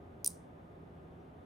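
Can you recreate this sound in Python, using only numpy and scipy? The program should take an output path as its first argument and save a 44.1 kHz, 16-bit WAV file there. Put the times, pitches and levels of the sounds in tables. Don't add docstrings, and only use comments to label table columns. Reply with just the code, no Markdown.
import sys
import numpy as np
from scipy import signal
from scipy.fft import rfft, irfft
from scipy.io import wavfile

SR = 44100
rng = np.random.default_rng(int(sys.argv[2]) if len(sys.argv) > 2 else 0)


def put_to_file(sound):
    columns = np.atleast_2d(sound).T
    safe = np.clip(columns, -1, 1)
    whole_steps = np.round(safe * 32767)
    wavfile.write(sys.argv[1], SR, whole_steps.astype(np.int16))


N = 63945
TIMES, FREQS = np.arange(N) / SR, np.fft.rfftfreq(N, 1 / SR)


def amp(db):
    return 10 ** (np.asarray(db) / 20)


def unit(x):
    return x / np.sqrt(np.mean(x ** 2) + 1e-20)


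def curve(points, hz):
    f, value = np.transpose(points)
    return np.interp(np.log(hz + 1), np.log(f + 1), value)


def fade(t, fade_s):
    return np.exp(-np.log(1000) * t / fade_s)


def stereo_noise(size, likeness=.65):
    a, b = rng.standard_normal((2, size))
    return np.array([a, likeness * a + np.sqrt(1 - likeness ** 2) * b])


# f/Hz, relative level/dB
AIR_TONE = [(25, -24), (39, -14.5), (62, -4), (85, -0.5), (130, -4.5), (210, -5.5), (390, -7), (500, -10),
            (720, -10), (1000, -17.5), (1600, -24), (2500, -32.5), (3400, -37.5), (4700, -47), (7500, -52),
            (10000, -52.5), (14000, -54.5)]
# f/Hz, likeness (1 same, -1 opposite)
AIR_LIKENESS = [(60, 0.97), (150, 0.99), (300, 0.83), (600, -0.025), (1200, -0.32), (2500, 0.052),
                (8000, 0.77)]
# f/Hz, left minus right/dB
AIR_BALANCE = [(60, 0), (150, -2), (380, -0.5), (950, 1.5), (2380, -1.5), (5980, -2.5), (15000, 0.5)]
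# f/Hz, level/dB, width/Hz
HUMS = [(86, -67, 9), (165.7, -64, 16), (250.3, -70, 8.1), (395, -66.5, 17), (727.4, -76, 20),
        (1230.3, -74.5, 13), (3540, -91.5, 60)]

def room_air(level_db=-54, cutoff_hz=14600):
    a, b = rfft(rng.standard_normal((2, N)))
    likeness = curve(AIR_LIKENESS, FREQS)
    noise = np.array([a, likeness * a + np.sqrt(1 - likeness ** 2) * b])
    balance = amp(np.outer([.5, -.5], curve(AIR_BALANCE, FREQS)))
    treble_cut = 1 / np.sqrt(1 + (FREQS / cutoff_hz) ** 80)
    power = (amp(level_db) * unit(amp(curve(AIR_TONE, FREQS)) * treble_cut)) ** 2
    for hz, db, width in HUMS:
        hum = unit(np.exp(-((FREQS - hz) / width) ** 2))
        power += (amp(db) * hum) ** 2
    return irfft(noise * balance * np.sqrt(power), N)


# loudest at t/s, length/s, f/Hz, width/Hz, level/dB
RUBS = [(0.975, 0.062, 2900, 420, -82), (1.25, 0.55, 2980, 750, -86.5), (1.213, 0.046, 5800, 560, -92)]

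def fingers():
    out = np.zeros(N)
    for peak_s, length, hz, width, db in RUBS:
        band = np.exp(-((FREQS - hz) / width) ** 2)
        hiss = unit(irfft(rfft(rng.standard_normal(N)) * band, N))
        swell = np.exp(-(2 * (TIMES - peak_s) / length) ** 2)
        out += amp(db) * hiss * swell
    return out


# f/Hz, fade time/s
ROOM_FADE = [(500, .3), (3000, .27), (6000, .32), (9300, .275), (11000, .21), (14000, .19)]
# f/Hz, level/dB
ROOM_TONE = [(500, 0), (3000, 2), (4600, 4), (5800, 1), (7600, 4.5), (8600, -1.5), (9050, -4), (9600, -2),
             (10600, 4.5), (12600, 7), (13750, 2.5), (15000, 4), (16500, -5)]

def room_echo(sound, tail_db=-19.5, near_db=-22, build_s=.010):
    hz, frame_times, spectrum = signal.stft(stereo_noise(SR), SR, nperseg=256)
    spectrum = spectrum * fade(frame_times, curve(ROOM_FADE, hz)[:, None])
    tail = signal.istft(spectrum, SR)[1][:, :SR]
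    t = TIMES[:SR]
    near = stereo_noise(SR) * fade(t, fade_s=.13)
    rise = np.minimum(t / build_s, 1) ** 2
    echoes = (amp(tail_db) * unit(tail * rise) + amp(near_db) * unit(near * rise)) / np.sqrt(SR)
    tone = amp(curve(ROOM_TONE, np.fft.rfftfreq(SR, 1 / SR)))
    echoes = irfft(rfft(echoes) * tone, SR)
    return signal.fftconvolve(sound, echoes[:, :SR // 2], axes=1)[:, :N]


# f/Hz, relative level/dB, fade time/s, group (0 main, 1 low, 2 high)
TILE_NOTES = [(4900, -6, .005, 1), (5750, 0, .0035, 1), (6800, -5, .0035, 1), (7800, -21, .007, 0),
              (8620, -7.3, .007, 0), (9500, -2.8, .0105, 0), (11300, -13, .005, 2), (12300, -10, .004, 2),
              (13750, -2, .005, 2), (15300, -8, .004, 2)]
# f/Hz, relative level/dB
CRACK_TONE = [(300, -14), (1200, -5), (2400, -6), (3400, -5), (4400, -1), (7000, 1), (10300, -3.5),
              (13000, -3), (16000, -3)]

def tile_hit(start_s, main_db, low_db, high_db, crack_db, build_s):
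    ear_delay_s = np.array([[.000007], [0]])
    t = np.maximum(TIMES - start_s - ear_delay_s, 0)
    rise = np.sin(np.pi / 2 * np.minimum(t / build_s, 1)) ** 2
    group_db = [main_db, low_db, high_db]
    detune = 1 + .0046 * rng.uniform(-1, 1, len(TILE_NOTES))
    ring = np.zeros((2, N))
    for k, (hz, db, fade_s, group) in enumerate(TILE_NOTES):
        swing = (-1) ** k * np.sin(2 * np.pi * hz * detune[k] * t)
        ring += amp(db + group_db[group]) * fade(t, fade_s) * swing
    noise = unit(irfft(rfft(stereo_noise(N)) * amp(curve(CRACK_TONE, FREQS)), N))
    chatter = amp(-13) * fade(t, fade_s=.022)
    shape = fade(t, fade_s=.005) + chatter
    crack = amp(crack_db) * noise * shape / shape.max()
    return rise * np.array([ring, crack])


# t/s, level/dB (main notes, low notes, high notes, crack), build-up/s
HITS = [(0.2454, -24, -22, -18.5, -30, .0003), (0.2511, -47, -46, -41.5, -45, .0003),
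        (0.2577, -34, -35.5, -30.5, -37, .0003), (0.2618, -33, -30, -31, -24.5, .0002),
        (0.2621, -15.3, -37, -33, -33, .0004), (0.2635, -26, -41, -35, -35, .0002),
        (0.2724, -19, -36, -34, -40, .0004), (0.2741, -29, -40, -40, -42, .0006),
        (0.2757, -11.3, -28, -22.5, -33, .0005), (0.2790, -34, -35, -35, -39, .0012),
        (0.3035, -41, -39, -54, -49, .0008)]
# f/Hz, left minus right/dB
TILE_BALANCE = [(2000, -2), (5500, -4.5), (8600, -2), (9500, .5), (14000, -.5)]

def tile_clatter(bass_cut_hz=3200):
    hits = sum(tile_hit(*row) for row in HITS)
    balance = amp(np.outer([.5, -.5], curve(TILE_BALANCE, FREQS)))
    clatter = irfft(rfft(hits) * balance, N)
    return signal.sosfilt(signal.butter(2, bass_cut_hz, "high", fs=SR, output="sos"), clatter)


def scene():
    ring, crack = tile_clatter()
    echo = room_echo(ring + amp(2) * crack)
    return ring + crack + echo + fingers() + room_air()


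def record(dry):
    treble_cut = signal.firwin(255, 16400, window=("kaiser", 9), fs=SR)
    return signal.oaconvolve(dry, treble_cut[None], "same")


dry = scene()
out = record(dry)
put_to_file(out)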